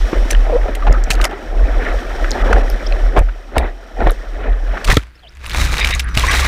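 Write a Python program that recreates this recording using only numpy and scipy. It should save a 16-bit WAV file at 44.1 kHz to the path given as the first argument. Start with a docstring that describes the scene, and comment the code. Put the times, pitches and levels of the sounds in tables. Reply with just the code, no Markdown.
"""On the nose of a surfboard in a breaking wave: one microphone in a waterproof housing fixed to the board.
In air the board flaps in a low bending mode and booms on landings; filtered noise and bubbles make the
wash, foam and mist, noise bursts the slaps, gulps and spray, gliding tones the hand's squeak and the chirps.
Then the nose digs in: surges of ringing bubbles and noise churn, crackle and rumble at the case, air pockets
ring against it, and a thin simmer of distant foam fills the lull between."""
import sys
import numpy as np
from scipy import signal
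from scipy.fft import rfft, irfft, next_fast_len
from scipy.io import wavfile

SR = 44100
rng = np.random.default_rng(int(sys.argv[2]) if len(sys.argv) > 2 else 0)


def materialize(psi):
    """Save the field psi as 16-bit PCM at rate SR to the path in sys.argv[1].

    A 1-D psi becomes a single channel; in a 2-D psi each row is a channel.
    """
    bounded = np.clip(np.atleast_2d(psi).T, -1, 1)
    quanta = np.round(bounded * 32767).astype(np.int16)
    wavfile.write(sys.argv[1], SR, quanta)


N = 285732
TIME = np.arange(N) / SR

# Bending of the board while it planes: (time [s], level before BEND_DB [dB])
SHUDDER = [(0.0, -14), (0.05, -10.5), (0.13, -33), (0.17, -8), (0.27, -9.5), (0.31, -21), (0.38, -8.5),
           (0.55, -21.5), (0.58, -10), (0.64, -9.5), (0.67, -26.5), (0.91, -6.5), (0.95, -17.5),
           (1.21, -12.5), (1.33, -31), (1.61, -11.5), (1.95, -13), (1.98, -18), (2.27, -12), (2.38, -27),
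           (2.43, -12), (2.74, -16), (2.8, -26), (2.95, -10), (2.97, -21), (3.04, -8.5), (3.13, -20.5),
           (3.19, -6.5), (3.34, -31), (3.52, -33), (3.58, -4.5), (3.91, -56), (3.94, -33), (4.04, -6.5),
           (4.13, -11), (4.2, -27), (4.45, -20.5), (4.52, -9.5), (4.56, -24), (4.71, -11.5), (4.8, -36),
           (4.83, -30)]
# Air buffeting the housing: (frequency [Hz], relative density [dB per Hz])
BUFFET = [(18, -1.5), (40, 12), (70, -25)]
BEND_HZ, BEND_SUBMERGED_HZ = 39.08, 58.8   # mean pitch in air, under water
BEND_DB, BEND_SUBMERGED_DB = 1, 4.5   # over its curve; over the heave of the white water
BEND_TOP_HZ = 73.5   # the soft board passes little above this
BEAT_DB = 3.5   # unevenness of the flapping
SHUDDER_FLOOR_DB = -39   # the board never lies quite still while it planes


def board():
    """The nose flaps in one beating bending mode, higher under water; moving air buffets the housing."""
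    (level_db,) = in_time(SHUDDER)
    under = submerged()
    hz = BEND_HZ + (BEND_SUBMERGED_HZ - BEND_HZ) * under
    phase = 2 * np.pi * np.cumsum(hz * (1 + 0.0864 * drift(15.9))) / SR
    beating = rms_one(from_db(BEAT_DB * drift(9.3)))
    flap = lowpass(beating * np.sqrt(2) * np.sin(phase), 3, BEND_TOP_HZ)
    buffet = from_db(-6.5) * colour(rng.standard_normal(N), BUFFET)
    planing = together([from_db(level_db + BEND_DB), from_db(SHUDDER_FLOOR_DB)])
    pushed = from_db(BEND_SUBMERGED_DB) * heave()
    return ((1 - under) * planing + under * pushed) * (flap + buffet)


# The hull taking the weight of a landing:
# (time [s], starting level [dB], frequency [Hz], time to fade by 60 dB [s])
THUDS = [(0.132, -21, 277, 0.028), (0.875, -9, 149, 0.025), (0.9, -13, 67, 0.13), (1.103, -5, 110, 0.015),
         (3.178, 3, 85, 0.02), (3.212, -1.5, 58.3, 0.096), (3.571, -4.5, 62, 0.2), (4.066, 1, 70, 0.027),
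         (4.891, 0, 32, 0.16), (4.928, -2, 124, 0.027), (4.971, 6.5, 97, 0.033), (6.171, 1, 92, 0.034)]
THUD_RISE_CYCLES = 0.027   # the water cushions the blow


def thuds():
    """A hard landing sets the foam-cored hull booming for a few cycles."""
    out = np.zeros(N)
    for s, db, hz, t60 in THUDS:
        age = np.clip(TIME - s, 0, 1)
        onset = np.tanh(age * hz / THUD_RISE_CYCLES)
        out += from_db(db - 60 * age / t60) * onset * np.sin(2 * np.pi * hz * age)
    return out


# Steady planing, as wash under the hull: (time [s], level before WASH_DB or FOAM_DB [dB])
PLANING = [(0.0, -32), (0.44, -30), (1.45, -37), (1.77, -27), (2.18, -30), (2.43, -30.5), (3.05, -30.5),
           (3.3, -41.5), (3.86, -42.5), (4.53, -33.5), (4.6, -38.5), (4.83, -33.5)]
# The hull presses into the water: (time at the deepest [s], wash level [dB], foam level [dB], length [s])
DIPS = [(0.161, -24.5, -30, 0.18), (0.542, -23, -35, 0.2), (0.686, -23.5, -27.5, 0.055),
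        (0.908, -17, -29, 0.1), (1.21, -26, -29, 0.58), (1.59, -29.5, -55, 0.76), (1.868, -30, -23.5, 0.21),
        (2.425, -19, -24, 0.35), (2.546, -14, -26, 0.18), (3.171, -17.5, -29, 0.084),
        (3.585, -16.5, -27, 0.1), (3.647, -23, -26.5, 0.1), (4.023, -16, -27, 0.09),
        (4.073, -15, -21, 0.066), (4.449, -23, -30, 0.16), (4.748, -27, -30.5, 0.24)]
# Spectra of wash and foam: (frequency [Hz], relative density [dB per Hz])
WASH = [(70, 7), (110, -10.5), (170, -8.5), (260, -3.5), (400, -4), (560, -2), (720, -3), (1000, -13.5),
        (1350, -32), (2000, -23)]
FOAM = [(800, -44), (1050, -0.5), (1300, 6), (1600, 4), (1850, 5.5), (2300, -3.5), (2750, -3.5),
        (3150, -12), (4000, -13.5), (5000, -47)]
WASH_DB, FOAM_DB = 1.5, -3.5   # over the planing level
DIP_RISE, DIP_FALL, DIP_DEPTH_DB = 0.53, 0.64, 16   # shares of its length to swell and ebb by this depth


def rush():
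    """Planing water gurgles under the hull and breaks into foam; both swell when the hull presses in."""
    (planing_db,) = in_time(PLANING)
    washing, foaming = [from_db(planing_db + WASH_DB)], [from_db(planing_db + FOAM_DB)]
    for s, wash_db, foam_db, length in DIPS:
        depth = swell(s, s, DIP_DEPTH_DB / (DIP_RISE * length), DIP_DEPTH_DB / (DIP_FALL * length))
        washing.append(from_db(wash_db) * depth)
        foaming.append(from_db(foam_db) * depth)
    gurgle = bubbles(450, 220, 1600, cycles=14, spread_db=2.5)
    froth = bubbles(1200, 1000, 4500, cycles=20, spread_db=3)
    wash = water(WASH, gurgle, smooth_db=9, surge_db=1.4, surge_rate=25)
    foam = water(FOAM, froth, smooth_db=4, surge_db=1.3, surge_rate=27)
    return (1 - submerged()) * (together(washing) * wash + together(foaming) * foam)


# Fine mist thrown off the wave: (time [s], level before a lift of 1.5 dB [dB])
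MIST_LEVEL = [(0.0, -39.5), (0.45, -45), (0.81, -49), (1.52, -49.5), (1.65, -46.5), (1.94, -43.5),
              (2.35, -41.5), (3.04, -45.5), (3.25, -53.5), (3.9, -55), (4.09, -48), (4.48, -54.5),
              (4.83, -47)]
# Spectra of mist, and of fizz and droplets: (frequency [Hz], relative density [dB per Hz])
MIST = [(3000, 8.5), (4300, 0), (4900, 0.5), (5650, 4), (6600, -7.5), (8100, -3.5), (9500, -16),
        (14000, -13.5), (16000, -33)]
FIZZ = [(2000, -80), (3000, -17), (3800, -3.5), (4700, -14.5), (6000, -11.5), (8000, -16.5), (11000, -22.5),
        (15000, -28)]
DROPLETS_PER_S, DROPLET_DB = 170, -17   # against the mist


def mist():
    """Dense fine grains of spray hiss over noise, with sparser droplets among them."""
    (level_db,) = in_time(MIST_LEVEL)
    fine = water(MIST, grains(6000, spread_db=4), smooth_db=2.5, surge_db=1.1, surge_rate=22)
    droplets = colour(grains(DROPLETS_PER_S, spread_db=5), FIZZ)
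    return (1 - submerged()) * from_db(level_db + 1.5) * (fine + from_db(DROPLET_DB) * droplets)


FIZZ_DB, FIZZ_FOLLOWS = -2, 1.243   # bursting grows faster than the churn
CRACKLE_PER_S, CRACKLE_DB = 330, -21   # against the fizz


def tumble():
    """White water shakes the hull and churns round the sunken case; its bubbles burst on the wall."""
    force, bursts = turbulence(), grains(450, spread_db=3.5)
    fizz = water(FIZZ, bursts, smooth_db=0, surge_db=2.0, surge_rate=60)
    crackle = from_db(CRACKLE_DB) * colour(grains(CRACKLE_PER_S, spread_db=5.5), FIZZ)
    bursting = from_db(FIZZ_DB) * force ** FIZZ_FOLLOWS * (fizz + crackle)
    shaking = from_db(-9.5) * heave() * hull_rumble()
    return submerged() * (shaking + force * churn(bursts) + bursting)


# Hull modes under water: (frequency [Hz], width of each of two passes [Hz], level [dB])
HULL = [(102, 116, -0.5), (148, 26, -19), (240, 110, -18)]


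def hull_rumble():
    """Eddies drive the low modes of the hull; unit power."""
    eddies, rumble = rng.standard_normal(N), np.zeros(N)
    for hz, width, db in HULL:
        mode = resonate(resonate(eddies, hz, width), hz, width)
        rumble += from_db(db) * rms_one(mode)
    return rms_one(rumble)


# Spectra of the churn and of larger bubbles popping: (frequency [Hz], relative density [dB per Hz])
CHURN = [(200, -2.5), (300, -2), (450, 2), (800, 1.5), (1150, -1.5), (1500, 1.5), (2100, 1), (2700, -2),
         (3600, -13.5), (5000, -7)]
POP = [(900, 3), (2200, 11), (3800, -3.5), (6000, -6), (12000, -15)]
CASE_RING_DB, GURGLE_DB = -13, -8   # against the boiling water
POPS_PER_S, POP_DB = 300, -4.5   # larger bubbles collapsing on the case


def churn(bursts):
    """Water boils with bubbles that ring, gurgle and collapse, and their bursts set the case ringing."""
    boil = bubbles(1000, 900, 4200, cycles=26, spread_db=2.5) + .8 * bursts
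    boiling = water(CHURN, boil, smooth_db=8.0, surge_db=4.0, surge_rate=17.4)
    boiling = boiling + from_db(CASE_RING_DB) * case_ring(bursts)
    boiling = boiling + from_db(GURGLE_DB) * gurgles(950, 5000, spread_db=20)
    pops = colour(grains(POPS_PER_S, spread_db=4), POP)
    return from_db(-1) * boiling + from_db(POP_DB) * pops


# Modes of the case: (frequency [Hz], width [Hz], relative gain [dB])
CASE = [(1184, 11, 44), (1620, 170, 4), (1860, 120, 9), (2160, 89, -18), (2220, 56, 18), (2440, 120, 27),
        (2850, 110, -7), (3690, 100, 5), (3970, 30, 3), (5850, 30, 0), (8200, 25, -7)]


def case_ring(x):
    """The plastic case rings in its modes, alternating in sign; unit power."""
    ring = np.zeros(N)
    for k, (hz, width, db) in enumerate(CASE):
        ring += (-1) ** k * from_db(db) * resonate(x, hz, width)
    return rms_one(ring)


GURGLE_CYCLES, GURGLE_RISE = 7.9, 0.058   # cycles to fade by a neper; share its pitch rises meanwhile


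def gurgles(low_hz, high_hz, spread_db, count=900):
    """Large bubbles pinch off one by one and ring, rising in pitch; unit power."""
    out, t = np.zeros(N + SR), TIME[:SR // 16]
    for when, size, strength in rng.random((count, 3)):
        at, hz = int(when * N), low_hz * (high_hz / low_hz) ** size
        age = t * hz / GURGLE_CYCLES
        ring = np.exp(-age) * np.sin(2 * np.pi * hz * t * (1 + GURGLE_RISE * age / 2))
        out[at:at + len(t)] += from_db(spread_db * strength ** 2) * ring
    return rms_one(out[:N])


# Surges of white water over the sunken nose:
# (time at full force [s], hold [s], churn force before pockets shield it [dB], heave [dB])
SURGES = [(4.891, 0.019, -15, -9), (4.98, 0.0045, -35, -47), (5.598, 0.055, -20, -14.5),
          (5.734, 0.006, -22.5, -17), (5.798, 0.15, -23.5, -21.5), (6.01, 0.16, -45, -24.5),
          (6.181, 0.21, -20, -20), (6.399, 0.08, -21.5, -18.5)]
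HEAVE_RISE_DB_PER_S, HEAVE_FALL_DB_PER_S = 137, 219
LULL_DB, LULL_HEAVE_DB = -60, -46.5   # still water between surges: churn, heave


def heave():
    """Slow push of the white water on the hull."""
    pushes = [from_db(LULL_HEAVE_DB)]
    for s, hold, _, db in SURGES:
        pushes.append(from_db(db) * swell(s, s + hold, HEAVE_RISE_DB_PER_S, HEAVE_FALL_DB_PER_S))
    return together(pushes)


SURGE_RISE_DB_PER_S, CHURN_FALL_DB_PER_S = 453, 275
FIRST_EDDIES_DB, EDDIES_RISE_DB_PER_S = 0, 121   # against the surge they announce
SPUTTER_DB, SPUTTER_HZ = 6, 70   # the first eddies come in fits and starts


def turbulence():
    """Sputtering eddies announce each surge; it breaks, holds and drains; air pockets keep it off the case."""
    gains = [from_db(LULL_DB)]
    sputter = rms_one(from_db(SPUTTER_DB * np.tanh(drift(SPUTTER_HZ))))
    for s, hold, db, _ in SURGES:
        surge = swell(s, s + hold, SURGE_RISE_DB_PER_S, CHURN_FALL_DB_PER_S)
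        eddies = sputter * swell(s, s, EDDIES_RISE_DB_PER_S, CHURN_FALL_DB_PER_S)
        gains.append(from_db(db) * surge)
        gains.append(from_db(db + FIRST_EDDIES_DB) * eddies)
    shield_db = sum(db * held(s, length) for s, length, db, _ in POCKETS)
    return together(gains) * from_db(-shield_db)


# Water slapping the hull: (time [s], level [dB], length [s], centre [Hz])
SLAPS = [(0.130, -11.5, 0.0085, 320), (0.868, -15, 0.02, 790), (1.105, -16, 0.016, 2470),
         (1.240, -22, 0.018, 1080), (2.243, -19, 0.0091, 1570), (2.528, -9.5, 0.0079, 1580),
         (2.564, -15, 0.0025, 1700), (3.165, -10.5, 0.028, 523), (3.173, -22, 0.03, 790),
         (3.287, -31, 0.012, 1430), (3.558, -22, 0.015, 580), (3.564, -11.5, 0.01, 694),
         (4.005, -15.5, 0.0044, 627), (4.070, -8, 0.0059, 560), (4.075, -35, 0.0046, 1390),
         (4.097, -21.5, 0.0068, 1360), (4.116, -16, 0.003, 450), (4.772, -22, 0.01, 1470),
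         (4.885, -16.5, 0.005, 1270), (4.892, -9, 0.0084, 526), (4.900, -11, 0.007, 1790),
         (4.914, -8, 0.0017, 1760), (4.930, -21, 0.0092, 760), (4.969, -6, 0.0079, 288),
         (4.970, -5, 0.003, 1310), (5.545, -24, 0.0076, 900), (5.590, -32, 0.013, 620),
         (5.728, -32, 0.011, 1010), (6.173, -24, 0.0081, 720), (6.418, -23, 0.0044, 1110)]
# Gulps of air trapped under the board: (time [s], level [dB], length [s], centre [Hz])
GULPS = [(0.465, -23, 0.008, 690), (0.488, -27, 0.0071, 466), (0.497, -16.5, 0.011, 610),
         (0.580, -29, 0.037, 606), (0.652, -23.5, 0.0083, 420), (0.659, -27.5, 0.018, 730),
         (0.677, -29, 0.015, 694), (0.822, -25.5, 0.018, 1180), (0.876, -24.5, 0.0058, 1270),
         (0.935, -25.5, 0.037, 1300), (0.972, -22.5, 0.0041, 352), (1.199, -17.5, 0.0045, 1230),
         (1.228, -25, 0.013, 1250), (1.250, -19.5, 0.012, 740), (1.315, -26, 0.017, 815),
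         (1.33, -18.5, 0.0054, 390)]
# Spray and drops striking the housing: (time [s], level [dB], length, at least 1 ms is played [s], centre [Hz])
SPRAY = [(0.299, -34, 0.002, 6500), (0.305, -20.5, 0.01, 1990), (0.307, -23.5, 0.011, 6100),
         (0.321, -27, 0.0039, 2200), (0.328, -27, 0.0053, 3000), (0.751, -27, 0.0073, 2600),
         (0.753, -31.5, 0.0041, 7800), (0.927, -27.5, 0.0023, 5040), (1.038, -30, 0.0047, 5660),
         (1.104, -16, 0.0076, 4000), (1.113, -20.5, 0.0059, 6440), (1.121, -31, 0.0062, 5500),
         (1.132, -32, 0.0094, 5000), (1.141, -35, 0.0038, 5000), (1.152, -32, 0.0051, 3300),
         (1.192, -33, 0.002, 2800), (1.214, -21, 0.0067, 2950), (1.222, -40, 0.016, 6500),
         (1.2415, -15, 0.0055, 2370), (1.242, -23, 0.004, 5660), (1.252, -14, 0.0026, 1980),
         (1.2525, -15.5, 0.0025, 4960), (1.312, -32, 0.0019, 2900), (2.308, -18, 0.00083, 5900),
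         (2.316, -18.5, 0.0014, 4350), (2.530, -23.5, 0.0016, 5950), (2.700, -27, 0.0015, 11700),
         (2.924, -25, 0.00084, 4100), (3.176, -26.5, 0.0045, 2400), (3.190, -30.5, 0.0046, 6500),
         (3.581, -13, 0.0036, 1880), (3.582, -15.5, 0.00088, 3700), (3.583, -22, 0.001, 8200),
         (4.075, -32, 0.004, 2600), (4.107, -23, 0.00084, 10800), (4.118, -37, 0.004, 6500),
         (4.844, -28, 0.0076, 5500), (4.846, -21.5, 0.0044, 2680), (4.852, -26, 0.003, 4200),
         (4.876, -23, 0.0017, 3180), (4.941, -25, 0.0058, 4200), (4.969, -8.5, 0.0032, 3320),
         (5.351, -48, 0.0015, 7000), (5.404, -50, 0.0017, 4000), (5.462, -24.5, 0.0025, 2650),
         (5.469, -30, 0.0011, 9900), (5.496, -25.5, 0.0046, 2960), (5.514, -25, 0.0034, 3200),
         (5.525, -34, 0.002, 3200), (5.545, -27, 0.0024, 2250), (5.782, -11, 0.00094, 3930),
         (5.847, -14.5, 0.0058, 2680), (5.872, -15, 0.0032, 2870), (5.891, -25, 0.0046, 3600),
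         (5.909, -17.5, 0.0032, 2380), (5.940, -28, 0.0033, 6450), (5.950, -16, 0.00073, 6600),
         (5.995, -14, 0.00091, 5370), (5.996, -17, 0.01, 2330), (6.149, -26, 0.0073, 2700),
         (6.174, -5.5, 0.0024, 2490), (6.311, -17.5, 0.0093, 2600), (6.331, -19, 0.003, 3500),
         (6.350, -21, 0.015, 3070)]
SPATTER_DB, SPATTER_HZ = 4, 160   # a splash breaks up into lumps


def splashes():
    """Dull slaps and gulps at the hull, and ragged spray on the housing."""
    heavy = lowpass(rng.standard_normal(N), 2, 2200)
    lumps = from_db(SPATTER_DB * np.tanh(drift(SPATTER_HZ)))
    slaps = impacts(SLAPS, heavy * lumps, width=0.37, tail_s=0.0068)
    gulps = impacts(GULPS, heavy, width=0.099, tail_s=0.0042)
    drops = rms_one(rng.standard_normal(N) + bubbles(9000, 1500, 14000, cycles=12, spread_db=2))
    spray = impacts(SPRAY, drops * lumps, width=0.62, tail_s=0.0096)
    return slaps + gulps + spray


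CONTACT_DB, CONTACT_S = 6.5, 0.00056   # the first touch of a splash is its hardest


def impacts(rows, force, width, tail_s):
    """Water strikes, presses for its length, then runs off; each splash sounds round its own centre."""
    out, t = np.zeros(N + SR), TIME[:SR // 5]
    for s, db, length, hz in rows:
        at, length = int(s * SR), max(length, .001)
        run_off = from_db(-16) * np.exp(-t / (tail_s + length / 2))
        press = np.exp(-(t / length) ** 4) + run_off
        press = press * from_db(CONTACT_DB * np.exp(-t / CONTACT_S))
        breadth = width * min(length / 0.0065, 1)   # short splashes ring more purely than long ones
        burst = resonate(np.roll(force, -at)[:len(t)] * press, hz, hz * breadth)
        out[at:at + len(t)] += from_db(db) * burst / np.sqrt(np.sum(burst ** 2) / (length * SR))
    return out[:N]


# Single drops and bubbles ringing for an instant:
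# (time [s], starting level [dB], frequency [Hz], time to fade by 60 dB [s])
PLINKS = [(0.312, -7.5, 6060, 0.014), (0.322, -19, 5760, 0.01), (0.332, -11.5, 1660, 0.018),
          (0.349, -10, 1800, 0.014), (0.349, -11, 2980, 0.011), (0.926, -17.5, 7000, 0.006),
          (1.039, -17, 7500, 0.008), (1.215, -12, 1940, 0.012), (2.308, -7, 6800, 0.0047),
          (2.316, -7, 5260, 0.0058), (2.333, -23, 4150, 0.018), (2.701, -17, 5130, 0.0065),
          (2.924, -12.5, 2540, 0.012), (3.199, -15, 2500, 0.012), (4.097, -19, 3850, 0.011),
          (4.108, -24, 3670, 0.01), (4.914, -7, 1940, 0.037), (5.768, -9, 2350, 0.012),
          (5.814, -9, 2350, 0.013), (5.834, -13, 2420, 0.012), (5.845, 1.5, 2250, 0.013),
          (6.28, -17, 1800, 0.04), (6.315, -10, 1660, 0.034)]


def plinks():
    """A drop traps a small bubble, which rings and dies within milliseconds."""
    out, t = np.zeros(N + SR), TIME[:SR // 16]
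    for s, db, hz, t60 in PLINKS:
        at = int(s * SR)
        ring = np.tanh(t * hz) * np.sin(2 * np.pi * hz * t)
        out[at:at + len(t)] += from_db(db - 60 * t / t60) * ring
    return out[:N]


# Air pockets ringing against the case: (time [s], length [s], cut in the churn [dB],
# resonances as (frequency [Hz], width, widened by half for each of two passes [Hz], level [dB]))
POCKETS = [(5.806, 0.035, 6.8, [(2300, 450, -19.5), (3650, 200, -23.5), (4930, 130, -33)]),
           (5.923, 0.028, 12, [(2180, 400, -19.5), (2720, 150, -37), (3760, 110, -23)]),
           (6.037, 0.051, 15, [(1560, 490, -30.5)]), (6.09, 0.074, 14.4, [(1400, 490, -36.5),
           (3770, 51, -60), (5850, 50, -52)]), (6.281, 0.03, 3.6, [(1130, 32, -22.5), (1620, 66, -25),
           (1975, 48, -18.5), (2310, 260, -22.5), (5850, 43, -28.5), (8500, 40, -37)])]
POCKET_THROB_DB, POCKET_THROB_HZ, POCKET_WAVER = 5, 130, 0.018   # shaken by the churn; share its pitch wavers


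def pockets():
    """Air caught on the case rings at pitches of its own, throbbing and wavering as it deforms."""
    out, samples = np.zeros(N), np.arange(N)
    deformed = samples + np.cumsum(POCKET_WAVER * drift(POCKET_THROB_HZ))
    for s, length, _, resonances in POCKETS:
        stay = held(s, length)
        throb = from_db(POCKET_THROB_DB * np.tanh(drift(POCKET_THROB_HZ)))
        for hz, width, db in resonances:
            ring = resonate(resonate(rng.standard_normal(N), hz, 1.5 * width), hz, 1.5 * width)
            ring = stay * throb * np.interp(deformed, samples, ring)
            out += from_db(db) * ring / np.sqrt(np.sum(ring ** 2) / np.sum(stay ** 2))
    return out


# Wet hand slipping on the deck: (time [s], mean frequency [Hz], mean level [dB])
SQUEAK = [(0.51, 680, -45), (0.522, 610, -22), (0.53, 520, -15), (0.54, 470, -15), (0.55, 495, -10.5),
          (0.561, 510, -8.5), (0.569, 560, -13), (0.577, 630, -40)]
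SQUEAK_OCTAVE_DB = -23   # its overtone


def squeak():
    """Skin sticks and slips on the wet deck: an unsteady tone that sags and rises, with a weak overtone."""
    hz, level_db = in_time(SQUEAK)
    phase = 2 * np.pi * np.cumsum(hz * (1 + 0.04 * drift(154))) / SR
    sliding = (TIME > SQUEAK[0][0]) & (TIME < SQUEAK[-1][0])
    tone = np.sin(phase) + from_db(SQUEAK_OCTAVE_DB) * np.sin(2 * phase)
    return sliding * from_db(level_db + 1.4 * drift(120)) * np.sqrt(2) * tone


# Water films chirping as they drain:
# (time [s], length [s], start [Hz], end [Hz], level before the flutter [dB])
CHIRPS = [(2.859, 0.018, 4400, 5900, -27.5), (2.860, 0.016, 2900, 3500, -34),
          (5.148, 0.022, 4950, 5600, -53), (5.184, 0.016, 4000, 4200, -52), (5.218, 0.058, 3500, 2500, -46),
          (5.222, 0.06, 773, 600, -45), (5.262, 0.028, 2500, 4200, -42), (5.284, 0.016, 4200, 5900, -46),
          (6.035, 0.017, 10800, 9200, -40)]


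def chirps():
    """A shrinking film of water whistles in a short, rough glide."""
    out, flutter, waver = np.zeros(N), drift(250), drift(500)
    for s, length, start_hz, end_hz, db in CHIRPS:
        along = np.clip((TIME - s) / length, 0, 1)
        hz = (start_hz + (end_hz - start_hz) * along) * (1 + .02 * waver)
        whistle = np.sqrt(2) * np.sin(2 * np.pi * np.cumsum(hz) / SR)
        out += from_db(db) * np.sin(np.pi * along) * (.8 + .55 * flutter) * whistle
    return out


# Distant foam heard through still water: (frequency [Hz], relative density [dB per Hz])
LULL = [(180, -33), (300, 1.5), (723, -6.5), (970, -10.5), (1560, 1), (4330, -14.5), (4750, -9),
        (5130, -20), (12000, -29), (15600, -54), (22000, -120)]
STILL_WATER_DB = -52.5


def lull():
    """A thin simmer of distant foam reaches the sunken case, bare between the surges."""
    return submerged() * from_db(STILL_WATER_DB) * colour(grains(3000, spread_db=3.5), LULL)


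def hiss():
    """The microphone's own noise."""
    return from_db(-69.5) * rng.standard_normal(N)


# Peaks and hollows in what the housing lets through in air:
# (frequency [Hz], width, broader for hollows and narrower for peaks [Hz], level [dB])
HOUSING = [(2250, 150, -0.5), (2770, 120, -11.5), (2990, 150, 1), (3600, 110, 0), (5600, 350, 2.5),
           (6290, 350, -3.5), (6600, 520, 5), (7700, 500, -6), (9700, 380, 5.5)]
# The treble dips briefly: (time [s], length [s], loss [dB])
DULL_MOMENTS = [(1.283, 0.011, 20), (2.427, 0.015, 13), (2.623, 0.009, 31)]
DULL_ABOVE_HZ = 2600


def through_housing(x):
    """The housing colours the water outside; now and then the treble dips briefly."""
    for hz, width, db in HOUSING:
        x = x + (from_db(db) - 1) * resonate(x, hz, width * from_db(-db / 2))
    dull = lowpass(x, 4, DULL_ABOVE_HZ)
    clear = from_db(-sum(db * held(s, length) for s, length, db in DULL_MOMENTS))
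    return clear * x + (1 - clear) * dull


def submerged():
    """Share of the housing that is under water, from the start to the end of the nose dive."""
    return np.interp(TIME, (4.835, 4.955), [0, 1])


def water(spectrum, bubbling, smooth_db, surge_db, surge_rate):
    """Near bubbles over the smooth noise of far ones, coming in surges; unit power."""
    sound = colour(bubbling + from_db(smooth_db) * rng.standard_normal(N), spectrum)
    return rms_one(sound * from_db(surge_db * drift(surge_rate)))


def bubbles(per_s, low_hz, high_hz, cycles, spread_db, count=28):
    """Bubbles of many sizes, each ringing for a few cycles; unit power."""
    clicks, dealt = grains(per_s, spread_db), rng.integers(0, count, N)
    out = np.zeros(N)
    for k, hz in enumerate(np.geomspace(low_hz, high_hz, count)):
        out += resonate(clicks * (dealt == k), hz, hz / cycles)
    return rms_one(out)


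def grains(per_s, spread_db):
    """Random clicks, many small and few large; unit power."""
    sizes_db = spread_db * np.minimum(rng.exponential(1, N), 4)
    sizes = from_db(sizes_db) * rng.choice([-1, 1], N)
    return rms_one(sizes * (rng.random(N) < per_s / SR))


def swell(start, end, rise_db_per_s, fall_db_per_s):
    """Gain that builds up to the start, holds, and ebbs after the end."""
    before, after = np.maximum(start - TIME, 0), np.maximum(TIME - end, 0)
    return from_db(-rise_db_per_s * before - fall_db_per_s * after)


def held(s, length):
    """Gain of something that arrives at s, stays for its length and leaves."""
    return np.exp(-(2 * (TIME - s) / length - 1) ** 4)


def together(gains):
    """Unrelated sounds add in power."""
    return np.sqrt(sum(gain ** 2 for gain in gains))


def drift(rate):
    """Slow chance with spread 1: noise through two equal poles at rate [Hz], made at every 40th sample."""
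    r = np.exp(-80 * np.pi * rate / SR)
    slow = signal.lfilter([1], [1, -2 * r, r * r], rng.standard_normal(N // 40 + 2002))[2000:]
    return np.interp(np.arange(N) / 40, np.arange(len(slow)), rms_one(slow))


def resonate(x, hz, width_hz):
    """A resonance with gain 1 on top."""
    hz = min(hz, SR / 3)
    return signal.lfilter(*signal.iirpeak(hz, max(hz / width_hz, .5), fs=SR), x + 1e-18)


def lowpass(x, order, hz):
    """Lets through what lies below hz."""
    return signal.sosfilt(signal.butter(order, hz, fs=SR, output="sos"), x)


def colour(x, spectrum):
    """Causal filter with the given spectrum, falling off beyond its ends; unit power."""
    size = next_fast_len(N + SR // 2, True) // 2 * 2
    hz = np.arange(size // 2 + 1) * SR / size + 1
    knots, db = np.transpose(spectrum)
    octaves_outside = np.abs(np.log2(hz / np.clip(hz, knots[0], knots[-1])))
    db = np.interp(np.log(hz), np.log(knots), db) - 20 * np.minimum(octaves_outside, 2)
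    cepstrum = irfft(db * np.log(10) / 20)
    response = np.exp(rfft(2 * cepstrum[:size // 2], size))   # minimum phase
    return rms_one(irfft(rfft(x, size) * response)[:N])


def in_time(rows):
    """Each column of a curve at every sample."""
    s, *columns = np.transpose(rows)
    return [np.interp(TIME, s, c) for c in columns]


def from_db(db):
    """Decibels to gain."""
    return 10 ** (np.asarray(db) / 20)


def rms_one(x):
    """Scale to unit power."""
    return x / np.sqrt(np.mean(x ** 2) + 1e-20)


def scene():
    """Everything reaches one microphone; the housing's colouring is applied to the rush and mist."""
    riding = board() + thuds() + through_housing(rush() + mist())
    under_water = tumble() + pockets() + lull()
    close_by = splashes() + plinks() + squeak() + chirps()
    return (riding + under_water + close_by + hiss())[None]


def record(dry):
    """The hardest blows overload the microphone; the top is cut at 15.5 kHz."""
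    rounded = dry / (1 + np.abs(dry / .97) ** 6) ** (1 / 6)
    return signal.sosfilt(signal.cheby1(12, .3, 15500, fs=SR, output="sos"), rounded)


dry = scene()
out = record(dry)
materialize(out)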